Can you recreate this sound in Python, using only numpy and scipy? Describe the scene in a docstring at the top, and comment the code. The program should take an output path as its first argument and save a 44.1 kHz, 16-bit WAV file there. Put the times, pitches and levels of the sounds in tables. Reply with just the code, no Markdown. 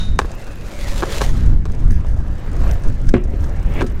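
"""Skatepark, one moving microphone, air buffeting it throughout and a wall answering the knocks faintly.
A steel rail is ringing as a stunt scooter leaves it and clacks onto concrete at 0.2 s. The hard wheels
roar and whine nearer, pass close by the microphone at about 1.1 s in a hiss of crushed grit, and roll
on over rough ground, loose metal rattling. At 3.1 s the scooter hops onto a hollow wooden box, which
booms and then drums under the wheels; at 3.8 s the deck scrapes off its edge."""
import sys
import numpy as np
from scipy import signal
from scipy.fft import rfft, irfft, next_fast_len
from scipy.io import wavfile
from scipy.ndimage import uniform_filter1d, map_coordinates

SR = 44100
rng = np.random.default_rng(int(sys.argv[2]) if len(sys.argv) > 2 else 0)


def master_out(mix):
    """Clip the mix to full scale and print it as 16-bit PCM to the path in sys.argv[1]."""
    frames = np.transpose(np.atleast_2d(mix))
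    ceiling = np.clip(frames, -1, 1)
    pcm = np.round(ceiling * 32767).astype(np.int16)
    wavfile.write(sys.argv[1], SR, pcm)


N = 176400

# decay of the wall's answer: frequency_hz, t60_s
WALL_DECAY = [(150, 0.9), (1500, 0.059), (10000, 0.2)]
# gusts on the microphone: time_s, level_db
WIND_LEVELS = [(0, -17), (.15, -12), (.22, -19), (.38, -26.5), (.58, -23.5), (.74, -29), (.92, -13.5),
               (1.08, -20.5), (1.27, -12.5), (1.53, -7.5), (1.7, -15), (1.91, -8.5), (2.02, -13.5),
               (2.48, -19), (2.69, -10.5), (2.77, -16.5), (2.91, -9), (2.98, -17.5), (3.09, -7.5),
               (3.19, -19), (3.4, -13.5), (4, -16.5)]
# their rumble: frequency_hz, level_db
WIND_COLOUR = [(15, -1), (40, -4), (70, -9), (120, -16.5), (200, -24.5), (350, -36), (700, -72),
               (2000, -103)]
# modes of the steel rail: pitch_hz, level_db, t60_s
RAIL_MODES = [(1290, -49, .6), (1480, -44, .55), (2920, -53, .8), (3665, -47, 1.3), (3722, -31.5, .53),
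              (3910, -42, .5), (10350, -53, .55)]
# noisy wash around those modes: frequency_hz, level_db
RAIL_COLOUR = [(500, -1), (1500, -2), (2200, -5.5), (3200, -5), (3950, -3), (4600, -7), (7000, -9),
               (8000, -18), (15000, -35)]
# sand bursting under the wheels: time_s, level_db
SAND_LEVELS = [(.15, -90), (.3, -60), (1.6, -80), (2.25, -78), (2.73, -55), (2.83, -76), (3.45, -66)]
# its crisp top: frequency_hz, level_db
SAND_COLOUR = [(4000, -30), (10500, -14), (12000, 2), (15000, 1), (16000, -11)]
# whine of the approaching wheels: time_s, pitch_hz, level_db
WHEEL_WHINE = [(.2, 2550, -59), (.4, 2720, -51), (.68, 2500, -54), (.83, 2080, -41), (1.0, 1550, -48)]
# hum of the deck passing close: time_s, pitch_hz, level_db
DECK_HUM = [(.62, 590, -52), (.8, 570, -37.5), (1.15, 555, -39), (1.4, 545, -52)]
# wheels on the ground: time_s, roar_db, hiss_db
ROLL_LEVELS = [(.18, -42, -65), (.23, -36.5, -48.5), (.5, -38.5, -51), (.74, -37, -45), (.8, -37.5, -39),
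               (1.0, -33, -34), (1.07, -31.5, -40), (1.14, -32, -30.5), (1.24, -31.5, -35),
               (1.35, -35.5, -41.5), (1.5, -36.5, -54), (1.62, -43, -64), (1.85, -38.5, -55.5),
               (2.25, -40.5, -62), (2.68, -30.5, -53), (2.98, -39.5, -58), (3.25, -41, -71),
               (3.45, -38, -51), (3.75, -35.5, -82), (4, -40.5, -53)]
# roar of wheels on concrete: frequency_hz, level_db
ROAR_COLOUR = [(60, -13), (200, 0.5), (400, -0.5), (560, -1), (800, -7), (1100, -10.5), (1700, -12),
               (2600, -21), (4200, -29.5), (7000, -34), (11000, -45), (16000, -56)]
# hiss of grit crushed close by: frequency_hz, level_db
HISS_COLOUR = [(200, -25), (800, -2), (2000, 0.5), (2800, -1), (3900, -0.5), (5000, -3), (7100, -4),
               (8200, -9), (12000, -13.5), (15500, -20.5)]
# resonances of loose metal parts: pitch_hz, width_hz, level_db
METAL_MODES = [(1650, 100, 15), (4810, 110, 0), (5420, 140, -1), (5860, 110, -2), (6210, 110, 0),
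               (8600, 400, -5)]
# brightness of their clicks: frequency_hz, level_db
METAL_COLOUR = [(500, -0.5), (1500, 2.5), (4200, 0), (6200, 3), (9500, -3), (11500, -15.5), (15500, -13.5)]
# bouts of one loose part chattering: start_s, level_db, t60_s
JINGLE_BOUTS = [(1.907, -36.5, .24), (2.085, -50, .55), (2.185, -52, .4), (2.312, -51, .3)]
# loose metal and grit snapping: start_s, level_db, t60_s
RATTLE_CLICKS = [(0.188, -23, 0.059), (.316, -33.5, 0.025), (1.1196, -27, 0.028), (1.2144, -20, 0.038),
                 (1.654, -37, 0.036), (2.676, -37, .033), (2.712, -25.5, 0.015), (2.8353, -41, 0.1),
                 (3.069, -40, 0.044), (3.0876, -22, 0.034), (3.4407, -37, 0.046), (3.822, -31, 0.03),
                 (3.865, -35.5, 0.066)]
# modes of the hollow box: pitch_hz, level_db, t60_s
BOX_MODES = [(124, -6, .2), (206, -3, .13), (247, 3.5, .14), (361, -2.5, .22), (400, -3.5, .14),
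             (533, -11.5, .158), (709, -12, .15), (1310, -25, .23)]
# blows on the box: start_s, boom_db, clatter_db
BOX_BLOWS = [(3.14, -9, -18), (3.336, -31.5, -39), (3.8248, -19, -53), (3.843, -24, -60)]
# the box drumming under the wheels: time_s, level_db
DRUM_LEVELS = [(3.14, -60), (3.5, -60), (3.7, -41.5), (3.82, -32), (3.92, -87)]
# wood of the box clattering or scraped: frequency_hz, level_db
WOOD_COLOUR = [(200, 17), (700, 6), (1400, -5), (2100, 4), (2700, 0), (3300, -8), (4500, -28), (7000, -39),
               (15000, -55)]
# resonances of the scooter's frame and wheels: pitch_hz, width_hz, level_db
FRAME_MODES = [(264, 190, -2), (413, 145, 6.5), (765, 296, 0), (1115, 262, 3), (1663, 183, 0),
               (2330, 260, -9.5), (3800, 1150, -12.5), (7330, 3000, -20.5)]
# wheel blows: start_s, peak_db, hardness_hz, chatter_t60_s
WHEEL_BLOWS = [(.1904, 2, 5000, .02), (.1925, -10, 500, .03), (.1988, -9.5, 1000, .014),
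               (.2162, -19, 4900, .03), (.2463, -20, 300, .037), (1.0235, -10, 1200, .012),
               (1.029, -6.5, 600, .029), (1.035, -5.5, 1000, .025), (1.209, -13, 4000, .054),
               (1.2162, -6.5, 8000, .045), (1.6547, -19.5, 8000, .08), (1.699, -28, 9000, .025),
               (2.047, -26, 1500, .07), (2.667, -22, 1000, .12), (3.1393, -8, 2000, .07),
               (3.166, -19, 1800, .06), (3.8095, -11, 3000, .06), (3.8165, -8, 1400, .05)]


def amp(db):
    """Decibels to gain."""
    return 10 ** (np.asarray(db) / 20)


def unit(x):
    """Scale to rms 1."""
    return x / np.sqrt(np.mean(x ** 2) + 1e-20)


def along(points, hz):
    """Interpolate (frequency_hz, value) rows on a log frequency axis."""
    knots_hz, values = np.transpose(points)
    return np.interp(np.log(hz + 1), np.log(knots_hz + 1), values)


def curves(rows, **ends):
    """One value per sample for each column after time_s."""
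    time_s, *columns = np.transpose(rows)
    return [np.interp(np.arange(N) / SR, time_s, column, **ends) for column in columns]


def wobble(per_s):
    """A smooth random curve with per_s knots a second."""
    return map_coordinates(rng.standard_normal(4000), [np.arange(N) * per_s / SR], mode='wrap')


def filtered(x, response):
    """Pass x through a complex response, given as a function of frequency."""
    size = next_fast_len(len(x) + 8192)
    return irfft(rfft(x, size) * response(np.fft.rfftfreq(size, 1 / SR)), size)[:len(x)]


def coloured(x, colour):
    """Shape x by (frequency_hz, level_db) rows, at rms 1."""
    return unit(filtered(x, lambda f: amp(along(colour, f))))


def resonances(modes, f):
    """Summed response of (pitch_hz, width_hz, level_db) modes."""
    return sum(amp(db) * 1j * f * width / (hz * hz - f * f + 1j * f * width) for hz, width, db in modes)


def patchy_noise(depth_db):
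    """Noise whose gain varies in random patches of time and frequency."""
    spectra = signal.stft(rng.standard_normal(N), nperseg=512)[2]
    patches = uniform_filter1d(rng.standard_normal(spectra.shape), size=5, axis=0)
    patches = unit(uniform_filter1d(patches, size=10, axis=1))
    return unit(signal.istft(spectra * amp(depth_db * patches), nperseg=512)[1][:N])


def grains(per_s, spread_db):
    """Random impulses, a few much larger than the rest."""
    sizes = amp(spread_db * np.minimum(rng.exponential(size=N), 4))
    return unit((rng.random(N) < per_s / SR) * sizes * rng.choice([-1, 1], N))


def snaps(per_s, spread_db, t60_s=0.015):
    """Scattered grains, each a tiny fading burst of noise."""
    t = np.arange(SR // 30) / SR
    envelope = signal.fftconvolve(np.abs(grains(per_s, spread_db)), amp(-60 * t / t60_s))[:N]
    return envelope * rng.standard_normal(N)


def fuzzy_tone(track, width_hz):
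    """A narrow band of noise that follows (time_s, pitch_hz, level_db) rows."""
    hz, level_db = curves(track, left=-120, right=-120)
    phase = 2 * np.pi * np.cumsum(hz) / SR
    return amp(level_db) * (wobble(2 * width_hz) * np.sin(phase) + wobble(2 * width_hz) * np.cos(phase))


def metallic(x):
    """Give x the ring and bright colour of small metal parts."""
    return coloured(x + filtered(x, lambda f: resonances(METAL_MODES, f)), METAL_COLOUR)


def add(track, start_s, sound):
    """Mix a sound into the track at start_s."""
    part = track[max(round(start_s * SR), 0):][:len(sound)]
    part += sound[:len(part)]


def wall(x):
    """The skatepark wall answers 10 ms late with a tail whose lows linger longest."""
    hz, t, spectra = signal.stft(rng.standard_normal(SR // 2), SR, nperseg=256)
    decay = amp(-60 * t / along(WALL_DECAY, hz)[:, None])
    tail = signal.istft(spectra * decay, SR, nperseg=256)[1]
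    return signal.fftconvolve(x, np.pad(tail / np.linalg.norm(tail), (SR // 100, 0)))[:N]


def wind():
    """Air buffets the moving microphone in low, uneven lumps."""
    level_db, = curves(WIND_LEVELS)
    rumble = coloured(rng.standard_normal(N), WIND_COLOUR)
    return amp(level_db) * unit(rumble * amp(1.16 * wobble(16)))


def rail(wash_db=-36.5, wash_t60_s=.5):
    """The steel rail rings out roughly, each mode fluttering in level and phase."""
    t = np.arange(N) / SR
    ring = np.zeros(N)
    for hz, db, t60 in RAIL_MODES:
        envelope = amp(db - 60 * t / t60 + 1.5 * wobble(150))
        ring += envelope * np.sin(2 * np.pi * hz * t + .65 * wobble(110))
    return ring + amp(wash_db - 60 * t / wash_t60_s) * coloured(rng.standard_normal(N), RAIL_COLOUR)


def sand():
    """Sand grains burst under the wheels in crisp, very high snaps."""
    level_db, = curves(SAND_LEVELS)
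    return amp(level_db) * coloured(snaps(per_s=65, spread_db=3), SAND_COLOUR)


def whine_and_hum():
    """The wheels' whine sinks as they near the microphone; the deck hums as it passes close."""
    return fuzzy_tone(WHEEL_WHINE, width_hz=170) + fuzzy_tone(DECK_HUM, width_hz=28)


def rolling(grit_db=-2.5, tick_db=-21.5, tick_low_cut_hz=4500):
    """Hard wheels roar on concrete and flick loose grains; close to the microphone, crushed grit hisses."""
    roar_db, hiss_db = curves(ROLL_LEVELS)
    bumps = amp(0.92 * wobble(70) + 0.54 * wobble(11.15))
    roar = coloured(patchy_noise(depth_db=3) + 0.4 * grains(per_s=900, spread_db=6), ROAR_COLOUR)
    grit = patchy_noise(depth_db=2) + amp(grit_db) * grains(per_s=2300, spread_db=7.5)
    hiss = coloured(grit, HISS_COLOUR)
    flicks = metallic(snaps(per_s=53, spread_db=2))
    ticks = unit(filtered(flicks, lambda f: f * f / (f * f + tick_low_cut_hz ** 2)))
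    scuffs_db = 1.5 * wobble(45)
    return bumps * (amp(roar_db) * (roar + amp(tick_db) * ticks) + amp(hiss_db + scuffs_db) * hiss)


def jingles(tap_gap_s=.012, tap_t60_s=.025):
    """A loose metal part on the scooter chatters in quick, fading taps."""
    out, t = np.zeros(N), np.arange(SR // 4) / SR
    for start_s, db, t60 in JINGLE_BOUTS:
        since_tap = t % (tap_gap_s * amp(rng.normal()))  # each bout has its own pace
        force = rng.standard_normal(len(t)) * amp(-60 * since_tap / tap_t60_s)
        ring = unit(filtered(force, lambda f: resonances(METAL_MODES, f)))
        add(out, start_s, amp(db - 60 * t / t60) * ring)
    return out


def rattles(attack_s=0.0002):
    """Loose metal and grit snap in short, bright clicks."""
    out, t = np.zeros(N), np.arange(SR // 5) / SR
    for start_s, db, t60 in RATTLE_CLICKS:
        envelope = amp(db - 60 * t / t60) * (1 - np.exp(-t / attack_s))
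        add(out, start_s, envelope * metallic(rng.standard_normal(len(t))))
    return out


def box_drumming(width_hz=40):
    """Wheels crossing the hollow box keep its modes drumming."""
    level_db, = curves(DRUM_LEVELS, left=-120, right=-120)
    modes = [(hz, width_hz, db) for hz, db, _ in BOX_MODES]
    return amp(level_db) * unit(filtered(rng.standard_normal(N), lambda f: resonances(modes, f)))


def box_thumps(push_hz=366, push_db=13, push_t60_s=0.015, attack_s=0.0015, clatter_t60_s=.17):
    """Under each blow the lid gives with a short push, the hollow box booms and the lid clatters."""
    out, t = np.zeros(N), np.arange(SR // 2) / SR
    push = amp(push_db - 60 * t / push_t60_s) * np.sin(2 * np.pi * push_hz * t)
    for start_s, boom_db, clatter_db in BOX_BLOWS:
        ring = np.zeros(len(t))
        for hz, db, t60 in BOX_MODES:
            envelope = amp(db + rng.normal(0, 1) - 60 * t / t60)
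            ring += envelope * np.sin(2 * np.pi * (hz * t + rng.random()))
        boom = amp(boom_db) * (push + ring * (1 - np.exp(-t / attack_s)))
        judder = amp(3 * wobble(300))
        clatter = coloured((rng.standard_normal(N) * judder)[:len(t)], WOOD_COLOUR)
        add(out, start_s, boom + amp(clatter_db - 60 * t / clatter_t60_s) * clatter)
    return out


def scrape(free_s=3.816, top_db=-20, rise_db_per_s=150, fall_db_per_s=900):
    """The deck drags ever harder over the edge of the box, then comes free."""
    t = np.arange(N) / SR - free_s
    level_db = top_db + np.minimum(rise_db_per_s * t, -fall_db_per_s * t)
    friction = rng.standard_normal(N) + grains(per_s=960, spread_db=3.5)
    return amp(level_db) * coloured(friction, WOOD_COLOUR)


def frame_response(f):
    """The scooter's frame, whose neighbouring modes swing opposite ways."""
    return resonances(FRAME_MODES[::2], f) - resonances(FRAME_MODES[1::2], f)


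def clacks(chatter_db=-22.5):
    """Each wheel blow sends a push and a short chatter through the frame; soft ones are duller."""
    out, t = np.zeros(N), np.arange(SR // 5) / SR
    push = t == 0
    for start_s, peak_db, hardness_hz, t60 in WHEEL_BLOWS:
        chatter = rng.standard_normal(len(t)) * amp(chatter_db - 60 * t / t60)
        hit = filtered(push + chatter, lambda f: frame_response(f) / (1 + 1j * f / hardness_hz))
        add(out, start_s, amp(peak_db) * hit / np.abs(hit).max())
    return out


def scene(wall_db=-23.5):
    """All sources at the microphone, in mono; the wall answers only the knocks, rattles and box."""
    hits = clacks() + rattles() + jingles() + box_thumps() + box_drumming() + scrape()
    answer = amp(wall_db) * wall(hits)
    return (hits + answer + rolling() + sand() + whine_and_hum() + rail() + wind())[None]


def record(dry, top_hz=15830):
    """The recorder rounds off the highest peaks and keeps nothing above its band limit."""
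    rounded = dry[0] / (1 + np.abs(dry[0]) ** 8) ** (1 / 8)
    return filtered(rounded, lambda hz: hz < top_hz)[None]


dry = scene()
out = record(dry)
master_out(out)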